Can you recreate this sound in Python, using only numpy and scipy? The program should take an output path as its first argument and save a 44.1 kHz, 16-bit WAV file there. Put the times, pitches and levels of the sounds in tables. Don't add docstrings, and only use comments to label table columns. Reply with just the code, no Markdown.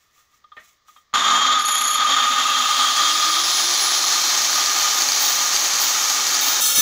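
import sys
import numpy as np
from scipy import signal
from scipy.fft import rfft, irfft
from scipy.io import wavfile
from scipy.ndimage import uniform_filter1d

SR = 44100
rng = np.random.default_rng(int(sys.argv[2]) if len(sys.argv) > 2 else 0)


def master(y):
    cut = np.clip(np.atleast_2d(y).T, -1, 1)
    pcm = np.round(cut * 32767)
    wavfile.write(sys.argv[1], SR, pcm.astype(np.int16))


N = 300321
TIME = np.arange(N) / SR

SWITCH_ON_S, MAINS_HZ = 1.138, 50
TOP_HZ, SPIN_UP_S, CURRENT_RISE_S, SAG_HZ_PER_S = 442.8, 1.57, .092, 15


def motor_speed():
    age = np.maximum(TIME - SWITCH_ON_S, 0)
    slow_part = SPIN_UP_S * np.exp(-age / SPIN_UP_S)
    fast_part = CURRENT_RISE_S * np.exp(-age / CURRENT_RISE_S)
    shortfall = (slow_part - fast_part) / (SPIN_UP_S - CURRENT_RISE_S)
    sag = SAG_HZ_PER_S * np.maximum(TIME - BITE_EVENTS[0][0], 0)
    return np.maximum(TOP_HZ * (1 - shortfall) - sag, 0)


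# t/s, level/dB
GEAR_FORCE_CURVE = [(1.15, -17), (2.1, -17.5), (2.7, -18.5), (3.4, -22.5), (3.52, -31.5), (4.3, -29.5),
                    (4.9, -24), (5.05, -34), (6.8, -36)]
# t/s, depth/dB
LEVEL_DIPS = [(1.63, 6), (2.935, 7), (4.73, 10.5)]
# f/Hz, width/Hz, level/dB
CASE_MODES = [(259.3, 23, -12.5), (849, 51, -8), (1140, 64, -28), (1201.6, 11.6, 5.5), (1227.7, 25.2, 11.5),
              (1640, 54, -27), (1825, 32, -8.5), (3220, 22, 2), (3400, 37, 1), (3623, 17.6, -1.5),
              (3600, 28, -10), (4355, 125, -17.5), (6620, 105, -11.5), (7110, 70, -17)]
# f/Hz, level/dB
CLATTER_SPECTRUM = [(60, -36), (150, -41), (270, -19), (500, -25.5), (750, -2.5), (1100, -3.5), (1500, 1.5),
                    (2700, -5), (3500, 1), (5000, -11), (7100, -1), (7600, -28), (11500, -22), (13500, -37),
                    (15400, -27)]
DIP_S = .013
STUTTER_PER_S, STUTTER_DB, STUTTER_GROWTH_DB, DRAG_DB = 11, 0.73, 2.5, 5.5
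RING_DAMPING_DB = 1.5


def gears(speed):
    share = speed / TOP_HZ
    level_db, = in_time(GEAR_FORCE_CURVE)
    drag = squealing()
    drag_db = DRAG_DB * drag / drag.max()
    stutter_db = (STUTTER_DB + STUTTER_GROWTH_DB * share ** 4) * drift(STUTTER_PER_S)
    dip_db = sum(db * np.exp(-((TIME - s) / DIP_S) ** 2) for s, db in LEVEL_DIPS)
    force = from_db(level_db - dip_db - drag_db + stutter_db + drift(35))
    ringing = resonate(grains(per_s=5000, spread_db=0.0), CASE_MODES)
    ringing = colour(ringing, [(60, -18), (250, 0), (7200, 6), (7700, -9.0), (15000, -32)])
    ringing = rms_one(ringing / uniform_filter1d(ringing ** 2, SR // 40) ** 0.39)
    clatter = colour(grains(per_s=3100, spread_db=3.5), CLATTER_SPECTRUM)
    ring_gain = from_db(-0.9 - RING_DAMPING_DB * share ** 2)
    return force * (ring_gain * ringing + from_db(-7.5) * clatter)


# t/s, length/s, level/dB
SQUEAL_EVENTS = [(1.586, 0.04, -30), (1.648, 0.3, -22), (2.032, 0.44, -37.5), (2.463, 0.77, -37)]
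SQUEAL_ATTACK_S, SQUEAL_RELEASE_S = 0.007, 0.029


def squealing():
    return sum(from_db(db) * held(s, length, SQUEAL_ATTACK_S, SQUEAL_RELEASE_S)
               for s, length, db in SQUEAL_EVENTS)


# f/Hz, width/Hz, level/dB
BEARING_MODES = [(3300, 34, 1), (4400, 150, -4.5), (6730, 30, 12), (6730, 87, 8.5), (6960, 74, 6),
                 (8340, 62, -2), (9820, 160, -17), (10420, 130, -1.5), (10820, 120, -5), (11530, 320, -5.5)]


def bearing():
    throb = np.sin(2 * np.pi * 31 * TIME + 0.68 * drift(4.4))
    slips = grains(per_s=11000, spread_db=4.0) * squealing() * from_db(4.3 * throb)
    return colour(resonate(slips, BEARING_MODES),
                  [(200, -16), (2000, 11.5), (7200, -1), (7700, -9), (9200, -6), (9800, 7.5),
                   (11800, -1.5), (13000, -11)])


# f/Hz, level/dB
WHINE_RESPONSE = [(6000, -67), (8000, -47), (9400, -41), (10900, -33.5), (11500, -44.5), (12100, -39.5),
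                  (12500, -43), (12750, -39), (12900, -54)]
# f/Hz, level/dB
HOUSING_RESPONSE = [(2000, -31), (2700, 3), (2950, 0), (3250, 11), (3450, 6.5), (3700, 9), (3950, 3),
                    (4250, 11.5), (4450, 6.5), (5200, -11.5)]
PINION_TEETH, WHINE_ORDER = 11, 30
HUM_DB, HUM_PEAK_HZ, HUM_WIDTH_HZ = -47.5, 327, 29
ROAR_FROM_HZ, ROAR_SPREAD_HZ, ROAR_RISE_DB, SECOND_DB, THIRD_DB = 385, 4.8, 13.5, -40, -33
MESH_DB, MESH_FALL_DB = -32, 7


def tones(speed):
    turn = 2 * np.pi * np.cumsum(speed) / SR
    roaring = .5 + .5 * np.tanh((speed - ROAR_FROM_HZ) / (2 * ROAR_SPREAD_HZ))
    roar = speed / TOP_HZ * from_db(ROAR_RISE_DB * (roaring - 1.5))

    resonance = 1 / np.hypot(1, (speed - HUM_PEAK_HZ) / HUM_WIDTH_HZ)
    hum_gain = grown(speed, HUM_PEAK_HZ, 2.5) * from_db(HUM_DB + 2 * drift(14)) * resonance
    hum = hum_gain * np.sin(turn)

    whine_db = np.interp(WHINE_ORDER * speed, *np.transpose(WHINE_RESPONSE))
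    whine = from_db(whine_db + 3 * drift(18)) * np.sin(WHINE_ORDER * turn + .7 * drift(60))
    second = roar * from_db(SECOND_DB + 2 * drift(30)) * np.sin(2 * turn + 0.6 * drift(30))
    third = roar * from_db(THIRD_DB + 0.62 * drift(37)) * np.sin(3 * turn + 1.47 * drift(50))

    teeth = from_db(2 * drift(60)) * np.sin(PINION_TEETH * turn + 3.8 * drift(150))
    housed = rms_one(scatter(colour(teeth, HOUSING_RESPONSE), db=4, t60=0.2))
    mesh = from_db(MESH_DB - MESH_FALL_DB * roaring) * housed
    return np.sqrt(2) * (hum + whine + second + third + mesh)


# f/Hz, level/dB
AIR_SPECTRUM = [(40, -38), (150, -28), (280, -14), (500, -16.5), (850, -4.5), (2800, -6.5), (4300, -2.5),
                (5200, -3), (6500, 2.5), (7500, -8), (8800, -19), (10500, -13.5), (13200, -23.5),
                (15000, -12)]
RUSH_DB, RUSH_KNEE_HZ, RUSH_POWER, RUSH_DROP_DB = -18.5, 354, 2.38, 15


def rush(speed):
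    in_stone = np.clip((TIME - BITE_EVENTS[0][0]) / BITE_ATTACK_S, 0, 1)
    level_db = RUSH_DB - RUSH_DROP_DB * in_stone + 0.64 * drift(30)
    sparks = grains(per_s=1100, spread_db=2.0)
    source = 0.69 * rng.standard_normal(N) + 0.5 * sparks
    return colour(source * from_db(level_db) * grown(speed, RUSH_KNEE_HZ, RUSH_POWER), AIR_SPECTRUM)


# t/s, level/dB
LOUD_SNAPS = [(4.4187, -20), (4.531, -19), (5.0204, -16), (5.1202, -18), (5.173, -22), (5.5632, -17),
              (6.293, -19), (6.3508, -17)]
SNAPS_PER_S, SNAP_DB, SNAP_SPREAD_DB, SNAP_FROM_HZ = 18, -22, 1.5, 385
SNAP_RING_DB = 23


def snaps(speed):
    born = (rng.random(N) < SNAPS_PER_S / SR) & (speed > SNAP_FROM_HZ)
    cracks = born * from_db(SNAP_DB + SNAP_SPREAD_DB * rng.standard_normal(N))
    for s, db in LOUD_SNAPS:
        cracks[int(s * SR)] = from_db(db)
    rung = resonate(cracks, [(1300, 400, -14), (4680, 260, 0), (6200, 1200, -18)])
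    return from_db(SNAP_RING_DB) * rung


FAN_BLADES = 15
FAN_DB, FAN_WIDTH_HZ, FAN_KNEE_HZ, FAN_POWER = -27.5, 570, 276, 2.6


def fan(speed):
    lowpass = signal.butter(2, FAN_WIDTH_HZ, fs=SR, output="sos")
    eddies = rms_one(signal.sosfilt(lowpass, rng.standard_normal(N)))
    chop = np.sqrt(2) * np.sin(2 * np.pi * FAN_BLADES * np.cumsum(speed) / SR)
    return from_db(FAN_DB) * grown(speed, FAN_KNEE_HZ, FAN_POWER) * eddies * chop


# t/s, length/s, level/dB
BITE_EVENTS = [(6.603, 0.091, -19), (6.746, .05, -17.5)]
# t/s, level/dB, fall time/s
GRAZE_EVENTS = [(5.193, -23.5, 0.18), (5.798, -21.5, 0.092), (6.41, -21.5, 0.15)]
# f/Hz, level/dB
DISC_MODES = [(540, -54), (1280, -37), (1410, -38), (1750, -42), (2260, -43), (2780, -43), (3190, -39),
              (3569, -34), (3768, -33), (4235, -37), (4280, -35), (4484, -40), (5076, -40), (5394, -32),
              (6051, -27), (6148, -31), (6853, -40), (7348, -41), (7660, -37), (7790, -42), (8974, -42),
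              (9405, -44), (10406, -40), (10794, -44), (12188, -46), (13586, -45), (14131, -46),
              (14745, -37), (14998, -39), (15248, -32), (15483, -39)]
# f/Hz, level/dB
GRIT_SPECTRUM = [(150, -45), (500, -29), (1000, -33), (1300, -6), (2300, -8), (3500, 0), (4800, -7),
                 (6100, 3.5), (7600, 2), (8600, -1), (10300, 4), (13000, -7.5), (14300, 5), (15400, 3.5)]
BITE_ATTACK_S, BITE_RELEASE_S = 0.0086, 0.08
SINGING_DB = -31


def blade(speed):
    pressure = np.max([from_db(db) * held(s, length, BITE_ATTACK_S, BITE_RELEASE_S)
                       for s, length, db in BITE_EVENTS], axis=0)
    bite = pressure * grains(per_s=6600, spread_db=2.5)
    graze = sum(from_db(db) * (TIME > s) * np.exp(-((TIME - s) / fall) ** 2)
                for s, db, fall in GRAZE_EVENTS)
    light = colour(graze * grains(per_s=4600, spread_db=4.0),
                   [(1000, -13), (3500, 3), (6000, -10.0), (11000, -1.5), (13500, 5), (15500, 3.5)])
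    disc = resonate(bite + light, [(hz, 15, db) for hz, db in DISC_MODES])
    tearing = scatter(colour(bite + .5 * light, GRIT_SPECTRUM), db=-9, t60=0.15)
    shake = from_db(SINGING_DB) * (speed / TOP_HZ) ** 5 * rng.standard_normal(N)
    singing = resonate(shake, [(hz, 16, db) for hz, db in DISC_MODES if hz < 5500])
    return disc + tearing + singing


# f/Hz, level/dB
MAINS_HARMONICS = [(200, -17), (300, -23), (400, -17), (700, -15), (1100, -7), (1200, 0)]
# f/Hz, width/Hz, level/dB
STATOR_MODES = [(1090, 140, 2), (2300, 760, -22), (6860, 350, -16.5), (11600, 900, -33)]
STATOR_DB = 0
SURGE_DB, SURGE_S, SURGE_RELEASE_S, BUZZ_DB, BUZZ_POWER = -31.5, 0.24, .06, -42.5, 1.3


def buzz(speed):
    surge = from_db(SURGE_DB) * held(SWITCH_ON_S, SURGE_S, 1 / SR, SURGE_RELEASE_S)
    current = np.maximum(surge, from_db(BUZZ_DB) * (1 - speed / TOP_HZ) ** BUZZ_POWER)
    jolts = np.diff(np.floor(TIME * 2 * MAINS_HZ), prepend=0) * from_db(0.81 * drift(69))
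    shaken = rms_one(scatter(colour(jolts, CLATTER_SPECTRUM), db=11, t60=0.037))
    rasp = rng.standard_normal(N) * (1 + .5 * np.cos(4 * np.pi * MAINS_HZ * TIME))
    rung = colour(resonate(rasp, STATOR_MODES), [(8000, 0), (12000, -2), (13500, -12)])
    stator = from_db(STATOR_DB) * rms_one(rung)
    hum = sum(from_db(db) * np.sin(2 * np.pi * hz * TIME + 0.4 * drift(17)) for hz, db in MAINS_HARMONICS)
    onset = np.clip((TIME - SWITCH_ON_S) / 0.0091, 0, 1)
    sound = onset * current * np.sqrt(2) * (shaken + stator + hum)
    return signal.sosfilt(signal.butter(4, 170, "high", fs=SR, output="sos"), sound)


RUMBLE_DB, RUMBLE_HZ, RUMBLE_WIDTH_HZ = -52.5, 269, 21


def rumble(speed):
    body = resonate(rng.standard_normal(N), [(RUMBLE_HZ, RUMBLE_WIDTH_HZ, 0)])
    return from_db(RUMBLE_DB) * (speed / TOP_HZ) ** 6 * body


# t/s, level/dB, 60 dB decay/s
KNOCK_EVENTS = [(.176, -54, .07), (.322, -56, .07), (.44, -43, .045), (.517, -41, .085), (.566, -45, .07),
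                (.882, -43, .06), (.961, -41.5, .07), (1.13, -25, .015)]
# t/s, level/dB, half length/s
SCUFF_EVENTS = [(0.015, -63, .05), (.19, -58, 0.045), (.35, -61, 0.038), (0.656, -54, 0.056),
                (0.89, -55, 0.015), (0.956, -57.5, 0.045)]
# t/s, level/dB, 60 dB decay/s
STONE_STEP = (.566, -37.5, .18)
# f/Hz, level/dB
FINGER_SPECTRUM = [(100, -12), (700, -6), (1200, 0), (2500, -8), (4200, -8), (5000, -24), (15000, -34)]
# f/Hz, level/dB
CLOTH_SPECTRUM = [(150, -30), (700, -11), (1900, -0.5), (4500, -8), (6600, 1), (8500, -12), (12500, -15),
                  (15000, -5.5)]
# f/Hz, level/dB
GRAVEL_SPECTRUM = [(40, -16), (200, -11), (650, -7.5), (1200, -9), (1820, 6), (2400, -7), (4200, -16),
                   (6000, -38), (12000, -57)]
KNOCK_ATTACK_S, KNOCK_GAIN_DB = 0.0018, -1.5


def handling():
    blows = sum(burst(*row) for row in KNOCK_EVENTS) * grains(per_s=16000, spread_db=-0.5)
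    knocks = from_db(KNOCK_GAIN_DB) * colour(blows, FINGER_SPECTRUM)
    scuffs = sum(from_db(db) * np.exp(-((TIME - s) / half) ** 2 / 2) for s, db, half in SCUFF_EVENTS)
    rubbing = scuffs * grains(per_s=15000, spread_db=8.0)
    step = colour(burst(*STONE_STEP) * grains(per_s=4800, spread_db=-3), GRAVEL_SPECTRUM)
    tool = resonate(.45 * knocks + .15 * rubbing, CASE_MODES) + .13 * colour(knocks, CLATTER_SPECTRUM)
    return tool + scatter(colour(rubbing, CLOTH_SPECTRUM) + step, db=1, t60=0.067)


# f/Hz, level/dB
OUTDOOR_SPECTRUM = [(25, -11), (60, -5), (200, -14.5), (500, -15), (950, -17), (1210, -1), (1500, -18),
                    (1820, -7.5), (2600, -21), (3400, -13), (4500, -15), (6500, -17), (8500, -34),
                    (13500, -40), (15000, -24)]
PUFF_AT_S, PUFF_S, PUFF_DB = 6.787, 0.013, -33


def air():
    puff = from_db(PUFF_DB) * np.exp(-((TIME - PUFF_AT_S) / PUFF_S) ** 2)
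    wind = colour(puff * rng.standard_normal(N),
                  [(25, -13), (80, -14), (170, 0), (300, -5), (600, -14), (2000, -48)])
    return from_db(-65.5) * colour(rng.standard_normal(N), OUTDOOR_SPECTRUM) + wind


def from_db(db):
    return 10 ** (np.asarray(db) / 20)


def rms_one(x):
    return x / np.sqrt(np.mean(x ** 2) + 1e-20)


def in_time(rows):
    s, *columns = np.transpose(rows)
    return [np.interp(TIME, s, column) for column in columns]


def drift(rate):
    knots = rng.standard_normal(int(N / SR * rate * 2) + 3)
    return rms_one(np.interp(TIME * rate * 2, np.arange(len(knots)), knots))


def grains(per_s, spread_db):
    sizes = from_db(spread_db * np.minimum(rng.exponential(1, N), 4))
    struck = rng.random(N) < per_s / SR
    return rms_one(sizes * rng.choice([-1, 1], N) * struck)


def burst(start, db, t60):
    attack = np.clip((TIME - start) / KNOCK_ATTACK_S, 0, 1)
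    return attack * from_db(db - 60 * np.clip((TIME - start) / t60, 0, 3))


def held(start, length, attack, release):
    rise = np.clip((TIME - start) / attack, 0, 1)
    return rise * np.exp(-np.clip((TIME - start - length) / release, 0, 30))


def grown(speed, knee_hz, power):
    return np.minimum(speed / knee_hz, 1) ** power


def colour(x, spectrum, size=4096):
    hz, db = np.transpose(spectrum)
    grid = np.maximum(np.fft.rfftfreq(size, 1 / SR), 1)
    gain = from_db(np.interp(np.log(grid), np.log(hz), db))
    cepstrum = irfft(np.log(gain))
    cepstrum[1:size // 2] *= 2
    cepstrum[size // 2 + 1:] = 0
    response = irfft(np.exp(rfft(cepstrum)))
    return signal.oaconvolve(x, response / np.linalg.norm(response))[:N]


def resonate(x, modes, size=8192):
    t = np.arange(size) / SR
    response = sum(from_db(db) * width * np.exp(-np.pi * abs(width) * t) * np.cos(2 * np.pi * hz * t)
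                   for hz, width, db in modes)
    return signal.oaconvolve(x, response / np.linalg.norm(response))[:N]


def scatter(x, db, t60):
    t = np.arange(SR // 5) / SR
    tail = rng.standard_normal(len(t)) * from_db(-60 * t / t60) * (t > .001)
    wet = signal.oaconvolve(x, tail / np.linalg.norm(tail))[:N]
    return (x + from_db(db) * wet) / np.hypot(1, from_db(db))


def scene():
    speed = motor_speed()
    on = TIME >= SWITCH_ON_S
    metal = scatter(on * (gears(speed) + bearing()), db=-9, t60=.08)
    blown = scatter(rush(speed) + fan(speed) + snaps(speed), db=-13, t60=.06)
    running = metal + blown + rumble(speed) + buzz(speed) + on * tones(speed)
    return (running + blade(speed) + handling() + air())[None]


CUTOFF_HZ = 15600


def record(dry):
    rounded = dry / (1 + (dry / .6) ** 6) ** (1 / 6)
    return signal.sosfilt(signal.ellip(12, .1, 70, CUTOFF_HZ, fs=SR, output="sos"), rounded)


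dry = scene()
out = record(dry)
master(out)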